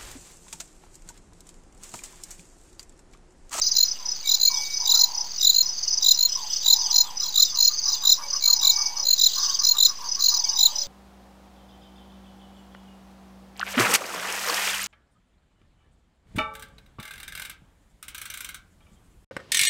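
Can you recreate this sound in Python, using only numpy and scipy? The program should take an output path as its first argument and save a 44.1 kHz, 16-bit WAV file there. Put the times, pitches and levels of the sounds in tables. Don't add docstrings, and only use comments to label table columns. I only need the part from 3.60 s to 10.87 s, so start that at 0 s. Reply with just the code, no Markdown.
import sys
import numpy as np
from scipy import signal
from scipy.fft import rfft, irfft
from scipy.io import wavfile
from scipy.ndimage import map_coordinates

SR = 44100
rng = np.random.default_rng(int(sys.argv[2]) if len(sys.argv) > 2 else 0)


def log_audio(samples):
    frames = np.atleast_2d(samples).T
    limited = np.clip(frames, -1, 1)
    pcm = np.round(limited * 32767).astype(np.int16)
    wavfile.write(sys.argv[1], SR, pcm)


N = 320607
TIME = np.arange(N) / SR
HOLD = 4


def from_db(db):
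    return 10 ** (np.asarray(db) / 20)


def rms_one(x):
    return x / np.sqrt(np.mean(x ** 2) + 1e-20)


def in_time(rows):
    return np.interp(TIME, *np.transpose(rows))


def add(out, start_s, sound):
    at = round(start_s * SR) + np.arange(len(sound))
    inside = (at >= 0) & (at < N)
    out[at[inside]] += sound[inside]


def progress(length_s):
    return np.linspace(0, 1, max(int(length_s * SR), 8))


def wander(size, rate_hz):
    knots = np.arange(size) * rate_hz / SR
    return np.interp(knots + rng.random(), np.arange(256), rng.standard_normal(256))


def tone(pitch_hz):
    cycles = np.cumsum(pitch_hz) / SR
    return np.sin(2 * np.pi * (cycles + rng.random()))


def outdoors(x, wet_db, t60):
    t = TIME[:SR]
    fade = from_db(-60 * t / t60)
    build_up = 1 - np.exp(-t / 0.0035)
    tail = rng.standard_normal(SR) * fade * build_up
    tail = tail / np.sqrt(np.sum(tail ** 2))
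    return x + from_db(wet_db) * signal.fftconvolve(x, tail)[:N]


def stroke(length_s, pitch_hz, fall_hz, bend, skew, jitter, point=1.15):
    u = progress(length_s)
    falling_hz = pitch_hz - fall_hz * (u ** bend - .5 ** bend)
    loudness = np.abs(np.sin(np.pi * u ** skew)) ** point
    return loudness * tone(falling_hz * (1 + jitter * wander(len(u), 925)))


# start_s (middle of first full stroke), level_db (approached by the end), strokes, singer
CHIRPS = [(.005, -25.5, 5, "far"), (.155, -8, 5, "clear"), (0.661, -10, 5, "raspy"), (.802, -8, 5, "clear"),
          (1.262, -8.5, 5, "raspy"), (1.362, -7.5, 5, "clear"), (1.816, -6, 5, "raspy"),
          (1.933, -7.5, 5, "clear"), (2.431, -6, 5, "raspy"), (2.578, -8.5, 5, "clear"),
          (3.049, -6, 5, "raspy"), (3.331, -7, 5, "clear"), (3.607, -22, 5, "far"),
          (3.745, -6.5, 5, "raspy"), (3.975, -7.5, 6, "clear"), (4.267, -22, 5, "far"),
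          (4.440, -6, 5, "raspy"), (4.827, -7.5, 6, "clear"), (5.017, -7, 5, "raspy"),
          (5.456, -8, 5, "clear"), (5.582, -7, 5, "raspy"), (5.703, -21.5, 5, "far"),
          (6.038, -8, 5, "clear"), (6.172, -6, 5, "raspy"), (6.610, -8.5, 5, "clear"),
          (6.687, -21.5, 5, "far"), (6.976, -6.5, 5, "raspy"), (7.151, -29.5, 5, "far")]
SINGERS = {"clear": (4181, 286, .0153, 10, .0165, 0.0066, 0.93),
           "raspy": (4068, 717, .0168, 14.1, 0.024, 0.012, 1.47),
           "far": (4130, 420, .016, 9.4, .018, .01, 0.81)}
GAP_GROWTH_S = .0031
SHORTEST_SHARE = .48
SWELL_LEFT = 0.44
CLIMB_SHARE = 0.29
UNEVEN_DB, UNEVEN_HZ = 0.33, 14.6
FIRST_TOUCH_LOSS_DB = 9


def chirpers():
    out = np.zeros(N)
    for start_s, db, strokes, singer in CHIRPS:
        final_hz, fall_hz, gap_s, swell_db, longest_s, rasp, point = SINGERS[singer]
        for k in range(-1, round(strokes)):
            effort = np.clip(k / 4, 0, 1)
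            share = SHORTEST_SHARE + (1 - SHORTEST_SHARE) * effort
            length_s = longest_s * share
            covered = (share / 0.55) ** 0.23
            climb_left = (1 + np.cos(np.pi * effort)) / 2
            pitch_hz = final_hz - CLIMB_SHARE * fall_hz * climb_left + rng.normal(0, UNEVEN_HZ)
            sound = stroke(length_s, pitch_hz, fall_hz * covered, bend=2.92, skew=0.88,
                           jitter=rasp, point=point)
            if k >= 0:
                middle_s = start_s + k * gap_s + GAP_GROWTH_S * k * (k - 1) / 2
                level_db = db - swell_db * SWELL_LEFT ** k
            else:
                middle_s = start_s - gap_s
                level_db = db - swell_db - FIRST_TOUCH_LOSS_DB
            level = from_db(level_db + rng.normal(0, UNEVEN_DB))
            add(out, middle_s - length_s / 2, level * sound)
    return outdoors(out, wet_db=-14, t60=.15)


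# first_chirp_s, last_chirp_s, chirps
TRIPLET_RUNS = [(.023, .259, 2), (.463, 1.147, 4), (1.356, 1.554, 2), (1.787, 2.285, 3), (2.491, 2.908, 3),
                (3.139, 4.234, 6), (4.482, 5.165, 4), (5.374, 6.239, 5), (6.494, 7.162, 4)]
# delay_s, level_db, pitch_hz
TRIPLET_STROKES = [(0, -21.5, 5100), (0.029, -18, 5080), (.060, -18.5, 5150)]
TRIPLET_STROKE_S = .019


def triplet_chirper():
    out = np.zeros(N)
    for first_s, last_s, chirps in TRIPLET_RUNS:
        for start_s in np.linspace(first_s, last_s, round(chirps)):
            for delay_s, db, pitch_hz in TRIPLET_STROKES:
                sound = stroke(TRIPLET_STROKE_S, pitch_hz + rng.normal(0, 8.2), fall_hz=380,
                               bend=2.32, skew=1.0, jitter=0.0022)
                level = from_db(db + rng.normal(0, 0.51))
                add(out, start_s + delay_s - TRIPLET_STROKE_S * 0.55, level * sound)
    return outdoors(out, wet_db=-7.5, t60=0.13)


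# last_stroke_s, level_db, swell_db (steepness of the swell; below 0 counts as none)
TRILLS = [(.168, -14, .3), (0.801, -29, .5), (1.063, -26.5, .1), (1.405, -14, 1.5), (1.957, -25.5, 0.5),
          (2.429, -15, 1), (3.018, -24.5, 1.5), (3.362, -14.5, 1.5), (3.951, -23.5, 1), (4.335, -15.5, 1),
          (4.904, -29, 1.5), (5.265, -16, 1.5), (5.885, -29.5, -0.3), (6.046, -14, 1), (6.699, -28, 4),
          (6.895, -15, .5)]
TRILL_GAP_S = .0487
TRILL_HZ, TRILL_AT_DB, TRILL_HZ_PER_DB = 4980, -14, 18.5


def trillers(count=7):
    out = np.zeros(N)
    for last_s, db, swell_db in TRILLS:
        last_hz = TRILL_HZ + TRILL_HZ_PER_DB * (db - TRILL_AT_DB)
        for left in range(count):
            pitch_hz = last_hz - 35 * left + rng.normal(0, 27)
            sound = stroke(0.022, pitch_hz, fall_hz=954, bend=0.98, skew=1.0, jitter=0.014)
            level_db = db - max(swell_db, 0) * left ** 2 / 3
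            add(out, last_s - left * TRILL_GAP_S - .010, from_db(level_db) * sound)
    return outdoors(out, wet_db=-9.5, t60=0.19)


# time_s, level_db (before the lift of CHORUS_DB)
CHORUS = [(0.0, -30.5), (0.51, -42), (0.91, -32.5), (1.8, -39), (2.41, -32), (2.77, -38.5), (3.26, -30),
          (3.4, -43), (3.62, -38.5), (4.01, -32.5), (4.61, -35.5), (5.02, -30.5), (5.41, -39),
          (5.87, -30.5), (6.3, -40), (6.82, -30), (6.99, -36), (7.27, -38)]
CHORUS_DB = 1


def far_chorus(count=900):
    out = np.zeros(N)
    for when, pitch, size in rng.random((count, 3)):
        sound = stroke(0.0169, 4450 + 800 * pitch ** .7, fall_hz=474, bend=1.41, skew=1.0, jitter=0.0035)
        add(out, when * N / SR, from_db(10 * size) * sound)
    blurred = outdoors(out, wet_db=-5.5, t60=0.41)
    return from_db(in_time(CHORUS) + CHORUS_DB) * rms_one(blurred)


def coo(length_s, first_hz, last_hz, purr):
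    u = progress(length_s)
    flutter = tone(70 * (1 + .15 * wander(len(u), 89.7)))
    waver = (.03 + .04 * purr) * wander(len(u), 330) + .08 * purr * flutter
    pitch_hz = (first_hz + (last_hz - first_hz) * u) * (1 + waver - .05 * purr)
    throat = (1 + purr * flutter) / np.sqrt(1 + purr ** 2 / 2)
    soft_ends = np.abs(np.sin(np.pi * u)) ** 0.038
    return from_db(2) * soft_ends * throat * tone(pitch_hz)


# purr_start_s, level_db (before coo's 2 dB lift), purr_length_s, opening_db (above level_db)
DOVE_PHRASES = [(0.689, -53.5, 0.12, -12), (1.193, -44, .46, -25), (2.309, -56, 0.38, -20),
                (3.049, -45, .5, -17), (4.221, -51, .28, 2.5), (4.865, -46.5, 0.57, -13),
                (6.68, -46, .51, -1.5)]
# start_s, length_s, level_db (before coo's 2 dB lift)
HOOTS = [(4.606, .12, -56), (5.386, 0.08, -55.5), (7.124, .18, -52.5)]


def dove():
    out = np.zeros(N)
    for purr_s, db, length_s, opening_db in DOVE_PHRASES:
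        opening = coo(.077, first_hz=1005, last_hz=840, purr=.36)
        add(out, purr_s - .582, from_db(db + opening_db) * opening)
        falling = coo(.098, first_hz=1062, last_hz=852, purr=0.533)
        add(out, purr_s - .293, from_db(db + 1.5) * falling)
        long_purr = coo(length_s, first_hz=920, last_hz=900, purr=.96)
        add(out, purr_s, from_db(db) * long_purr)
    for start_s, length_s, db in HOOTS:
        add(out, start_s, from_db(db) * coo(length_s, first_hz=608, last_hz=568, purr=.4))
    return outdoors(out, wet_db=-0.5, t60=0.27)


# first_s, last_s, clucks, first_level_db, last_level_db, pitch_hz (top of the arch)
CLUCK_RUNS = [(1.351, 1.35, 1, -42.5, -43, 1324), (3.295, 4.11, 6, -50, -48, 1233),
              (4.275, 4.60, 3, -41.5, -38, 1139), (4.737, 5.185, 4, -41, -39.5, 1137),
              (5.375, 5.375, 1, -43.5, -43, 1160), (5.78, 5.89, 3, -37, -37.5, 1121),
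              (6.005, 6.728, 6, -41, -41.5, 1138), (6.92, 7.08, 2, -46, -50, 1185)]


def clucker():
    out, u = np.zeros(N), progress(0.0609)
    arch = np.abs(np.sin(np.pi * u))
    for first_s, last_s, clucks, first_db, last_db, top_hz in CLUCK_RUNS:
        for start_s, db in np.linspace((first_s, first_db), (last_s, last_db), round(clucks)):
            hoarse = .09 * wander(len(u), 600)
            pitch_hz = top_hz * (1 + 0.154 * (arch - 1) + hoarse)
            voice = tone(pitch_hz) + from_db(-12.0) * tone(1.45 * pitch_hz)
            add(out, start_s - .027, from_db(db) * arch * voice)
    return outdoors(out, wet_db=-1, t60=0.26)


# start_s, length_s, level_db (before the unevenness)
WHISTLES = [(.638, .055, -41), (.862, .315, -39.5), (4.624, .042, -42), (4.82, .055, -39.5),
            (5.03, .28, -42), (6.84, .041, -44)]
WHISTLE_HZ, WHISTLE_SAG_HZ = 2269, 35


def whistler():
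    out = np.zeros(N)
    for start_s, length_s, db in WHISTLES:
        u = progress(length_s)
        pitch_hz = WHISTLE_HZ + WHISTLE_SAG_HZ * (1 - u) ** 3
        swell = np.abs(np.sin(np.pi * u)) ** .3
        uneven_db = 1.4 * wander(len(u), 35)
        add(out, start_s, from_db(db + uneven_db) * swell * tone(pitch_hz))
    return outdoors(out, wet_db=-8, t60=.7)


def sweep(glide_hz):
    scratch = 1 + .02 * wander(len(glide_hz), 1500)
    swell = np.sin(np.linspace(0, np.pi, len(glide_hz)))
    return swell * tone(glide_hz * scratch)


# start_s, length_s, level_db, pitch_hz (middle of the notes' spread), sweep_hz, notes_per_s
TWITTER = [(0.906, 0.22, -38, 3620, 400, 20), (2.678, 0.47, -43, 3350, 1354, 26),
           (3.15, .2, -40.5, 3414, 900, 26), (5.679, 0.27, -37, 3660, 1630, 45),
           (6.798, 0.48, -45.5, 3450, 704, 25)]
# start_s, length_s, first_pitch_hz, last_pitch_hz, level_db
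SLURS = [(2.713, 0.046, 2580, 3560, -44), (2.88, .07, 2650, 3950, -40), (3.423, 0.091, 3900, 2980, -41),
         (3.62, .05, 3550, 3210, -41), (3.831, .09, 3950, 3330, -36), (4.293, .11, 3910, 3350, -39)]
TWITTER_NOTE_S = 0.045


def twitter():
    out, u = np.zeros(N), progress(TWITTER_NOTE_S)
    for start_s, length_s, db, middle_hz, sweep_hz, per_s in TWITTER:
        count = max(round(length_s * per_s), 1)
        for k, (late, pitch, turn) in enumerate(rng.random((count, 3))):
            direction = np.sign(turn - .5)
            glide_hz = middle_hz + 700 * (pitch - .5) + direction * sweep_hz * (u - .5)
            note_s = start_s + length_s * (k + late) / count
            add(out, note_s - TWITTER_NOTE_S / 2, from_db(db) * sweep(glide_hz))
    for start_s, length_s, first_hz, last_hz, db in SLURS:
        glide_hz = first_hz + (last_hz - first_hz) * progress(length_s)
        add(out, start_s, from_db(db) * sweep(glide_hz))
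    return outdoors(out, wet_db=-2.5, t60=0.18)


PEEP_DB, PEEP_HZ = -53.5, 2884


def peeping(count=45):
    out, u = np.zeros(N), progress(0.03)
    for k, (late, size) in enumerate(rng.random((count, 2))):
        pitch_hz = PEEP_HZ * (1 + 0.033 * wander(len(u), 700))
        note = np.sin(np.pi * u) * tone(pitch_hz)
        add(out, (k + late) / count * N / SR, from_db(PEEP_DB + 10 * size) * note)
    return outdoors(out, wet_db=-7.0, t60=0.19)


# frequency_hz, relative_level_db (per Hz)
AIR = [(25, 2), (60, -1), (140, -0.5), (250, -3.5), (450, -4.5), (900, 0), (1500, -4), (2500, -3),
       (4000, 2), (5400, -15)]
AIR_DB = -48.5


def air():
    hz = np.maximum(np.arange(N // 2 + 1) * SR / N, 1)
    points = np.array(AIR)
    colour_db = np.interp(np.log(hz), np.log(points[:, 0]), points[:, 1])
    colour = from_db(colour_db) * (hz < SR / HOLD / 2)
    noise = irfft(rfft(rng.standard_normal(N)) * colour, N)
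    return from_db(AIR_DB) * rms_one(noise)


def scene():
    crickets = chirpers() + triplet_chirper() + trillers() + far_chorus()
    birds = dove() + clucker() + whistler() + twitter()
    return (crickets + birds + peeping() + air())[None]


SLIPS = [.165, 1.565, 2.463, 2.665, 3.065, 3.362, 3.765, 4.463, 4.865, 5.665, 6.265]
SLIP_SAMPLES = .75
OFFSET = .0136
CUTOFF_HZ = 15400


def record(dry):
    slips_so_far = np.searchsorted(np.sort(SLIPS), TIME[::HOLD])
    clock = np.arange(0, N, HOLD) - SLIP_SAMPLES * slips_so_far
    samples = map_coordinates(dry[0], [clock], order=3, mode="nearest")
    held = np.repeat(samples, HOLD)[None, :N] + OFFSET
    top_cut = signal.ellip(10, .2, 70, CUTOFF_HZ, fs=SR, output="sos")
    return signal.sosfilt(top_cut, held)


dry = scene()
out = record(dry)
log_audio(out)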